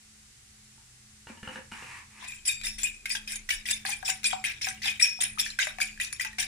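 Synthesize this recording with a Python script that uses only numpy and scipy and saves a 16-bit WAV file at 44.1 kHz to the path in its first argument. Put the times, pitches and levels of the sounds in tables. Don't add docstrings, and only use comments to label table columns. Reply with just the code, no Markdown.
import sys
import numpy as np
from scipy import signal
from scipy.fft import rfft, irfft, next_fast_len
from scipy.io import wavfile
from scipy.ndimage import uniform_filter1d

SR = 44100
rng = np.random.default_rng(int(sys.argv[2]) if len(sys.argv) > 2 else 0)


def materialize(psi):
    bounded = np.clip(np.atleast_2d(psi).T, -1, 1)
    quanta = np.round(bounded * 32767).astype(np.int16)
    wavfile.write(sys.argv[1], SR, quanta)


N = 285327


def from_db(db):
    return 10 ** (np.asarray(db) / 20)


def rms_one(x):
    return x / np.sqrt(np.mean(x ** 2) + 1e-20)


def in_time(rows):
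    s, *columns = np.transpose(rows)
    return [np.interp(np.arange(N) / SR, s, c, left=-120) for c in columns]


def at_hz(points, hz):
    points_hz, values = np.transpose(points)
    return np.interp(np.log(hz), np.log(points_hz), values)


def bins_hz(size):
    return np.maximum(np.arange(size // 2 + 1) * SR / size, 1)


def colour(x, points):
    size = next_fast_len(N)
    gains = from_db(at_hz(points, bins_hz(size)))
    return rms_one(irfft(rfft(x, size) * gains, size)[..., :N])


def band(x, low_hz, high_hz):
    return signal.sosfilt(signal.butter(2, [low_hz, high_hz], "band", fs=SR, output="sos"), x)


def sides(pan_db):
    return from_db([[pan_db / 2], [-pan_db / 2]])


def ring(force, hz, t60_s):
    r, w = from_db(-60 / (t60_s * SR)), 2 * np.pi * hz / SR
    return signal.lfilter([0, np.sin(w)], [1, -2 * r * np.cos(w), r * r], force + 1e-18)


def add(out, s, sound):
    i = round(s * SR)
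    out[..., i:i + sound.shape[-1]] += sound[..., :N - i]


def grit(per_s, spread_db):
    sizes = from_db(spread_db * np.minimum(rng.exponential(1, N), 5)) * rng.choice([-1, 1], N)
    return rms_one(sizes * (rng.random(N) < per_s / SR))


def drift(rate_hz, count):
    r = np.exp(-2 * np.pi * rate_hz * 40 / SR)
    noise = rng.standard_normal((count, N // 40 + 502))
    slow = signal.lfilter([1], [1, -2 * r, r * r], noise)[:, 500:]
    steps = np.repeat(slow / slow.std(axis=1, keepdims=True), 40, axis=1)[:, :N]
    return uniform_filter1d(steps, size=40)


def contact(rows, rise_s, drop_db, fall_db_per_s):
    t = np.arange(N) / SR
    level, column, since = np.full(N, -120.), np.zeros(N), np.zeros(N)
    for s, length_s, first_db, last_db, extra in rows:
        free_s = np.maximum(t - s - length_s, 0)
        corners_s = [s, s + rise_s, s + max(length_s, 1.01 * rise_s)]
        held = np.interp(t, corners_s, [first_db - 30, first_db, last_db], left=-120)
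        now = held - drop_db * (1 - np.exp(-free_s / .01)) - fall_db_per_s * free_s
        louder = now > level
        level, column, since = np.where(louder, [now, extra + 0 * t, free_s], [level, column, since])
    return level, column, since


# frequency in Hz, relative density in dB per Hz.
HISS_COLOUR = [(250, -17), (420, -11), (578, -17), (772, -10), (899, -11.5), (2050, -3), (3140, -5.5),
               (7700, -1), (10600, -6.5), (12500, -22), (14600, -18), (16000, -47)]
# frequency in Hz, left-right correlation from -1 to 1.
HISS_LIKENESS = [(40, .999), (100, .98), (180, .94), (330, .7), (600, -.35), (1400, .15), (3000, -.1),
                 (15000, 0)]
HISS_DB = -56.5


def pan_hiss():
    size = next_fast_len(N)
    alike = np.clip(at_hz(HISS_LIKENESS, bins_hz(size)), -1, 1)
    mid, side = rfft(rng.standard_normal((2, size)))
    air = irfft(np.sqrt(1 + alike) * mid + np.sqrt(1 - alike) * side * [[1], [-1]], size)[:, :N]
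    return from_db(HISS_DB) * colour(air, HISS_COLOUR)


# time in seconds, deep level in dB, upper reference level in dB.
RUMBLE_LEVELS = [(0.0, -79, -66.5), (0.09, -73, -65), (0.94, -74, -64.5), (1.96, -72, -58.5),
                 (2.18, -73, -65.5), (2.77, -47, -59.5), (3.01, -64.5, -64.5), (3.6, -46.5, -62.5),
                 (3.69, -63.5, -59.5), (4.9, -66, -57), (5.15, -68, -61.5), (5.33, -53, -56),
                 (5.58, -63.5, -63.5), (5.87, -53, -62), (6.2, -63, -60.5), (6.47, -51, -60)]
# frequency in Hz, level in dB re the upper reference.
APPLIANCE_DRONES = [(60, -7), (86, -8), (123, -6)]
DRONE_T60_S, BROAD_RUMBLE_DB = .7, -3.5


def room_rumble():
    deep_db, upper_db = in_time(RUMBLE_LEVELS)
    deep, upper = rng.standard_normal((2, 1, N)) + 0.13 * rng.standard_normal((2, 2, N))
    rumble = from_db(deep_db) * rms_one(band(deep, 22.5, 34.7))
    broad = rms_one(band(band(upper, 30, 129), 43, 320))
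    rumble = rumble + from_db(upper_db + BROAD_RUMBLE_DB) * broad
    for hz, level_db in APPLIANCE_DRONES:
        drone = rms_one(ring(rng.standard_normal(N), hz, DRONE_T60_S))
        rumble = rumble + from_db(upper_db + level_db) * drone
    return rumble


# time in seconds, peak of the lower tone in dB.
HUM_LEVELS = [(0, -68.5), (1.2, -68), (2.3, -65.5), (2.7, -60.5), (4.5, -59), (6.47, -61)]
HUM_HZ, THROB_HZ, THROB_DEPTH, THROB_PEAK_S = 214.1, 1.904, 0.7, 3.265
WHINE_HZ, WHINE_DB = 770, -82.5


def motor_hum():
    t = np.arange(N) / SR - THROB_PEAK_S
    low_tone = np.sin(2 * np.pi * (HUM_HZ - THROB_HZ / 2) * t)
    high_tone = THROB_DEPTH * np.sin(2 * np.pi * (HUM_HZ + THROB_HZ / 2) * t)
    draught = 0.34 * rms_one(band(rng.standard_normal((2, N)), 167, 400))
    whine = from_db(WHINE_DB) * np.sin(2 * np.pi * WHINE_HZ * t)
    return whine + from_db(in_time(HUM_LEVELS)[0]) * (low_tone + high_tone + draught)


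KITCHEN_T60_S, WALL_CUT_HZ = 0.3, 5940


def kitchen(x):
    size = next_fast_len(N + SR)
    bins = np.arange(size // 2 + 1)
    z = np.exp(-2j * np.pi * bins / size)
    dull = np.exp(-2 * np.pi * WALL_CUT_HZ / SR)
    wall, out = (1 - dull) / (1 - dull * z), np.zeros((2, len(z)), complex)
    for k, lag in enumerate((rng.uniform(.006, .03, 16) * SR).astype(int)):
        loop = from_db(-60 * lag / SR / KITCHEN_T60_S) * wall * np.exp(-2j * np.pi * bins * lag / size)
        out[k % 2] += loop / (1 - loop) * (-1) ** (k // 2)
    return irfft(out * rfft(x, size), size)[:, :N]


# start in seconds, relative level in dB, extra in dB below 600 Hz.
COUNTER_KNOCKS = [(.778, -47, -25), (1.27, -31.5, -20), (1.299, -46, 9.5), (1.373, -37.5, -15),
                  (1.43, -29.5, -9), (1.475, -26, -8), (1.489, -38, -4), (1.558, -29.5, -6.5),
                  (1.588, -56, 14), (1.72, -26.5, -11.5), (1.773, -40, -27), (1.823, -28.5, -15)]
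# frequency in Hz, relative level in dB, t60 in seconds.
COUNTER_MODES = [(190, -33, .08), (226.3, 1, 0.13), (360, -20, 0.04), (514, -2.5, 0.051), (932, -10, 0.04),
                 (1410, -4.5, 0.013), (1714, -1.5, 0.015), (2260, -21, .012), (2850, -7, 0.025)]


def counter_knocks():
    out, t = np.zeros(N), np.arange(400) / SR
    bursts = rng.standard_normal((len(COUNTER_KNOCKS), len(t))) * np.exp(-t / 0.0033)
    for hz, level_db, t60_s in COUNTER_MODES:
        force = np.zeros(N)
        for (s, knock_db, thud_db), burst in zip(COUNTER_KNOCKS, bursts):
            chance_db = 2.5 * rng.standard_normal()
            add(force, s, from_db(knock_db + thud_db * (hz < 600) - 23 + chance_db) * burst)
        out += from_db(level_db) * ring(force, hz, t60_s)
    return out


# start in seconds, contact in seconds, first level in dB,
# last level in dB, rattle in dB re the rub.
COUNTER_RUBS = [(1.268, 0.031, -60, -49, -7), (1.425, .15, -54.5, -49, -5), (1.712, 0.28, -48, -49.5, -21),
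                (2.1, 0.15, -62, -52, -20)]
# frequency in Hz, relative density in dB per Hz.
RUB_COLOUR = [(180, -36), (300, -21), (492, -25), (690, -16.5), (926, 1), (1520, -6.5), (1740, 1),
              (2560, 1), (3380, -13.5), (9370, -12.5), (12000, -25), (15600, -50), (22000, -120)]
RUB_START_S, RUB_DROP_DB, RUB_FADE_DB_PER_S = 0.0035, 7.5, 197


def counter_rubs():
    rub_db, rattle_db, _ = contact(COUNTER_RUBS, RUB_START_S, RUB_DROP_DB, RUB_FADE_DB_PER_S)
    rattle = rms_one(band(band(grit(600, spread_db=2.5), 150, 400), 150, 600))
    rub = colour(grit(2500, spread_db=1.5), RUB_COLOUR)
    return from_db(rub_db) * (rub + from_db(rattle_db) * rattle)


# start in seconds, relative level in dB, frequency in Hz.
EGG_SLAPS = [(2.224, -43.5, 1010), (3.15, -44, 880), (3.85, -35.5, 778), (3.887, -35, 822),
             (4.028, -36, 750), (4.088, -32, 765), (4.33, -24.5, 751), (4.67, -33.5, 760),
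             (4.858, -41, 797), (5.189, -43.5, 747), (5.375, -41.5, 1260), (5.669, -35, 619),
             (5.784, -36.5, 738), (6.251, -40, 870), (6.385, -42.5, 750)]
SLAP_RING_T60_S, SLAP_SIDE_DB = .08, 15.5


def egg_slaps():
    out, t = np.zeros((2, N)), np.arange(6000) / SR
    splats = band(band(rng.standard_normal((len(EGG_SLAPS), len(t))), 770, 1260), 590, 1940)
    for (s, level_db, hz), splat in zip(EGG_SLAPS, splats):
        pair = np.sin(2 * np.pi * hz * t) + 0.21 * np.sin(2 * np.pi * 1.2 * hz * t)
        slap = 1.02 * pair * np.minimum(t / 0.00087, 1) + 3.65 * splat * np.exp(-t / 0.0093)
        add(out, s, from_db(level_db - 60 * t / SLAP_RING_T60_S) * slap * sides(SLAP_SIDE_DB))
    return out


# peak time in seconds, relative level in dB,
# frequency in Hz, ring left after it in dB re the peak.
TINE_SQUEAKS = [(2.285, -35.5, 7230, -7), (2.291, -38.5, 2483, -4), (2.481, -19, 7360, -13),
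                (2.485, -27.5, 4730, -13), (2.498, -23, 2432, -13.5), (2.503, -26.5, 3670, -17),
                (2.655, -30.5, 3640, -14), (2.672, -27.5, 5420, -10), (2.84, -18.5, 7300, -21.5),
                (2.845, -28, 9500, -23), (2.855, -22.5, 2475, -12.5), (3.116, -23.5, 4870, -32),
                (3.735, -23.5, 3596, -27), (3.935, -26.5, 2434, -30), (4.259, -20, 2430, -15),
                (4.262, -28, 7480, -8), (4.264, -24.5, 4810, -22), (5.029, -9, 5490, -14.5),
                (5.033, -21, 10730, -19.5), (5.043, -17.5, 2479, -12.5), (5.237, -17, 9440, -17.5),
                (5.4, -18.5, 5350, -20), (5.408, -26, 7340, -16), (5.815, -28, 6720, -19),
                (5.815, -29.5, 4680, -17), (5.825, -24.5, 2440, -13.5), (6.017, -27, 2462, -11)]
# frequency in Hz, left minus right in dB.
SQUEAK_SIDES = [(2400, 4), (3700, 2.5), (5500, 3.5), (7400, 7.5), (9500, -4)]
SWELL_CYCLES, LET_GO_S, AFTER_RING_T60_S = 30, 0.0057, 0.47


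def squeaks():
    out, t = np.zeros((2, N)), np.arange(-2000, 9000) / SR
    wobble = drift(70, count=2 * len(TINE_SQUEAKS))[:, :len(t)].reshape(2, -1, len(t))
    for (s, level_db, hz, after_db), beat, waver in zip(TINE_SQUEAKS, *wobble):
        hump = np.exp(-(t / np.where(t < 0, SWELL_CYCLES / hz, LET_GO_S)) ** 2)
        tail = from_db(after_db - 60 * t / AFTER_RING_T60_S + 2.4 * beat) * (t > 0)
        tone = np.sin(2 * np.pi * hz * t + 0.93 * waver)
        pan = sides(at_hz(SQUEAK_SIDES, hz))
        add(out, s + t[0], from_db(level_db) * np.maximum(hump, tail) * tone * pan)
    return out


# start in seconds, contact in seconds,
# first relative level in dB, last relative level in dB, relative treble in dB.
FORK_STROKES = [(2.195, 0.052, -50, -34, -16), (2.27, 0.095, -44, -48, -2.5),
                (2.449, 0.045, -43.5, -34, 8.5), (2.636, 0.051, -33, -36.5, 3.5),
                (2.78, 0.044, -40, -40, 2), (2.828, 0.044, -42, -39, 7), (3.056, .012, -38, -43, 1),
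                (3.09, 0.037, -40.5, -34, 3.5), (3.149, 0.023, -27, -41, 1), (3.272, 0.059, -39.5, -36, 2),
                (3.355, 0.019, -33, -46.5, 3), (3.488, 0.056, -31.5, -32.5, -1),
                (3.654, 0.063, -39.5, -28.5, 2.5), (3.85, 0.074, -36.5, -33, 3),
                (4.045, 0.055, -41.5, -29.5, 5), (4.228, 0.04, -45.5, -30.5, 6),
                (4.3, 0.042, -29, -38.5, -5.5), (4.439, 0.082, -29.5, -34.5, -7.5),
                (4.612, 0.076, -33.5, -30, -2), (4.817, 0.066, -33.5, -24.5, -5),
                (4.995, 0.069, -32.5, -28.5, 0), (5.204, 0.054, -22.5, -31, -5),
                (5.385, 0.03, -31.5, -30, 2), (5.44, 0.023, -40, -31, -2), (5.587, 0.055, -27, -27, -5),
                (5.795, 0.021, -50, -30, 7.5), (5.999, 0.049, -33, -34, 0.5),
                (6.125, 0.0036, -24, -43.5, 1.5), (6.195, .04, -34, -37, 2.5),
                (6.247, 0.015, -28.5, -37, -6.5), (6.382, 0.048, -28.5, -28.5, -1.5)]
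TOUCH_S, LIFT_DROP_DB, LIFT_DB_PER_S, DULLING_DB_PER_S = 0.0046, 5.5, 173, 71


def stroke_levels():
    drag_db, bright_db, lifted_s = contact(FORK_STROKES, TOUCH_S, LIFT_DROP_DB, LIFT_DB_PER_S)
    return drag_db, bright_db - DULLING_DB_PER_S * np.minimum(lifted_s, .2)


def micro_slips(cycles, patchy_db, apart, catch):
    out, catches = np.zeros((2, N)), grit(120, spread_db=3.0)
    for hz in np.geomspace(700, 15000, 34):
        patches = from_db(patchy_db * drift(19.0, count=1)[0])
        slips = (grit(250, spread_db=3.0) + catch * catches) * patches
        bounce = np.roll(slips, 150) * apart
        tones = ring(np.array([slips + bounce, slips - bounce]), hz, cycles / hz)
        out += rms_one(tones) * np.sqrt(hz)
    return out


# frequency in Hz, relative density in dB per Hz.
RASP_COLOUR = [(350, -59), (600, -26), (758, -17), (957, -22.5), (1290, -37.5), (1610, -5), (2440, 2),
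               (2990, -3.5), (3730, -3.5), (4280, -14), (5560, -3.5), (6460, -11.5), (9490, -5),
               (12000, -24), (14800, -17.5), (16000, -34)]


def dry_rasp(drag_db, bright_db):
    slips = colour(micro_slips(cycles=52, patchy_db=6.5, apart=1.0, catch=0.42), RASP_COLOUR)
    bright = signal.sosfilt(signal.butter(4, 4500, "high", fs=SR, output="sos"), slips)
    dull = signal.sosfilt(signal.butter(4, 4500, fs=SR, output="sos"), slips)
    return from_db(drag_db - 2.5) * (dull + from_db(bright_db + 4.5) * bright) * sides(3.3)


# start in seconds, relative level in dB, strongest frequency in Hz.
TINE_TAPS = [(2.2965, -38, 2480), (2.321, -30, 2410), (2.452, -34.5, 2530), (2.4743, -23, 7860),
             (2.4862, -22.5, 2475), (2.613, -28, 2500), (2.635, -27, 3780), (2.6677, -21.5, 2350),
             (2.7817, -35, 2040), (2.794, -30, 2720), (2.8327, -14.5, 7350), (2.8473, -36, 2450),
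             (3.0564, -18.5, 2160), (3.1017, -21.5, 2400), (3.1507, -22.5, 1618), (3.1678, -25, 3290),
             (3.275, -27.5, 2500), (3.3199, -21, 8660), (3.357, -22, 6540), (3.4895, -22.5, 1940),
             (3.5055, -15, 2920), (3.655, -27.5, 1980), (3.6864, -18, 2425), (3.8509, -22.5, 1660),
             (3.8644, -29, 2000), (3.904, -23, 6000), (4.0274, -30.5, 1620), (4.0592, -25, 5450),
             (4.0786, -20, 2550), (4.0978, -23, 1610), (4.2323, -28.5, 2100), (4.2425, -18, 5580),
             (4.3107, -23.5, 3350), (4.44, -17.5, 2130), (4.4486, -18, 2490), (4.6124, -25.5, 2140),
             (4.6439, -22, 2490), (4.6694, -20.5, 1645), (4.686, -20, 6060), (4.8181, -30.5, 2000),
             (4.8456, -25, 3970), (4.8566, -17, 3630), (4.88, -16.5, 2370), (4.915, -23.5, 2390),
             (4.996, -27, 1980), (5.0119, -19.5, 1890), (5.205, -20, 3570), (5.2214, -18, 9200),
             (5.385, -19, 2100), (5.3964, -18.5, 3550), (5.462, -24, 1790), (5.5023, -27, 4140),
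             (5.5885, -14.5, 1560), (5.5996, -16, 2016), (5.611, -24, 2160), (5.67, -20.5, 1630),
             (5.705, -32, 1490), (5.7848, -26, 1690), (5.8021, -18.5, 1690), (5.815, -14.5, 2260),
             (5.9753, -36.5, 1680), (5.9997, -18, 1976), (6.012, -21, 9540), (6.0475, -24.5, 5840),
             (6.1266, -22.5, 9500), (6.1634, -39, 3640), (6.197, -22.5, 1936), (6.2094, -20, 2390),
             (6.248, -17, 1984), (6.33, -35, 1890), (6.3837, -20, 2030)]
TAP_PAN_DB, TAP_PAN_SPREAD_DB = 1, 4


def tap_chatter():
    t = np.arange(1200) / SR
    chatter = rng.standard_normal((len(TINE_TAPS), len(t))) * np.exp(-t / 0.001)
    return chatter / np.linalg.norm(chatter, axis=1, keepdims=True)


def tap_clicks(chatter):
    clicks, t = np.zeros((2, N)), np.arange(chatter.shape[1]) / SR
    pans_db = rng.normal(TAP_PAN_DB, TAP_PAN_SPREAD_DB, len(TINE_TAPS))
    spray = rng.standard_normal((len(TINE_TAPS), 2, len(t))) * np.exp(-t / 0.0043)
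    for (s, tap_db, tap_hz), pan_db, burst, splash in zip(TINE_TAPS, pans_db, chatter, spray):
        snap = ring(burst, tap_hz, 0.031) + 0.16 * ring(burst, 1.306 * tap_hz, 0.018)
        click = snap / abs(snap).max() + from_db(-10.0) * splash
        add(clicks, s, from_db(tap_db) * click * sides(pan_db))
    return from_db(-2.0) * band(band(clicks, 1090, 12400), 950, 13200)


# frequency in Hz, relative level in dB, t60 in seconds,
# left minus right in dB.
BOWL_MODES = [(695, -32, 0.028, 3), (1609, -9, 0.064, -18.5), (1820, -13, 0.13, -3),
              (1987, -2.5, 0.054, 11.5), (2269, -11, 0.18, 13), (2367, -15.5, 0.28, -3),
              (2494, -4.5, 0.17, 8.5), (2626, -7.5, 0.16, 2), (3700, -10, 0.079, -10.5),
              (3870, -11.5, 0.052, 19.5), (4940, -1, 0.047, 4.5), (5940, -18, 0.093, 19),
              (5530, -15, 0.18, 16), (5680, -11.5, 0.057, 2), (6900, -9.5, 0.032, 27),
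              (7015, -10, 0.17, 16.5), (7480, -21, 0.15, 23.5), (9800, -9, 0.11, -28)]


def bowl_ring(drag_db, bright_db, chatter):
    out = np.zeros((2, N))
    rub = from_db(drag_db) * grit(3000, spread_db=3.0)
    luck_db = rng.normal(0, 2.5, (len(TINE_TAPS), len(BOWL_MODES)))
    for k, (hz, level_db, t60_s, pan_db) in enumerate(BOWL_MODES):
        force = from_db(-41.5 + bright_db * (hz > 4500) + 3.0 * drift(4.0, count=1)[0]) * rub
        for (s, tap_db, tap_hz), burst, chance_db in zip(TINE_TAPS, chatter, luck_db[:, k]):
            away_db = -9.0 * abs(np.log2(hz / tap_hz))
            add(force, s, from_db(tap_db - 17.5 + away_db + chance_db) * burst)
        wobble = from_db(5.34 * drift(67, count=2))
        out += from_db(level_db) * sides(pan_db) * wobble * ring(force, hz, t60_s)
    return out


def fork():
    drag_db, bright_db = stroke_levels()
    chatter = tap_chatter()
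    return dry_rasp(drag_db, bright_db) + bowl_ring(drag_db, bright_db, chatter) + tap_clicks(chatter)


RIGHT_LAG_SAMPLES = 22


def scene():
    background = pan_hiss() + room_rumble() + motor_hum()
    far = counter_knocks() + counter_rubs()
    thin = signal.butter(5, 640, "high", fs=SR, output="sos")
    bowl = signal.sosfilt(thin, egg_slaps() + squeaks() + fork())
    room = kitchen(from_db(-16) * bowl.mean(axis=0) + from_db(-6.5) * band(far, 420, 14000))
    bowl[1] = np.pad(bowl[1], (RIGHT_LAG_SAMPLES, 0))[:N]
    return from_db(-0.5) * bowl + far + room + background


CUTOFF_HZ = 16700


def record(dry):
    return signal.sosfilt(signal.cheby2(10, 60, CUTOFF_HZ, fs=SR, output="sos"), dry)


dry = scene()
out = record(dry)
materialize(out)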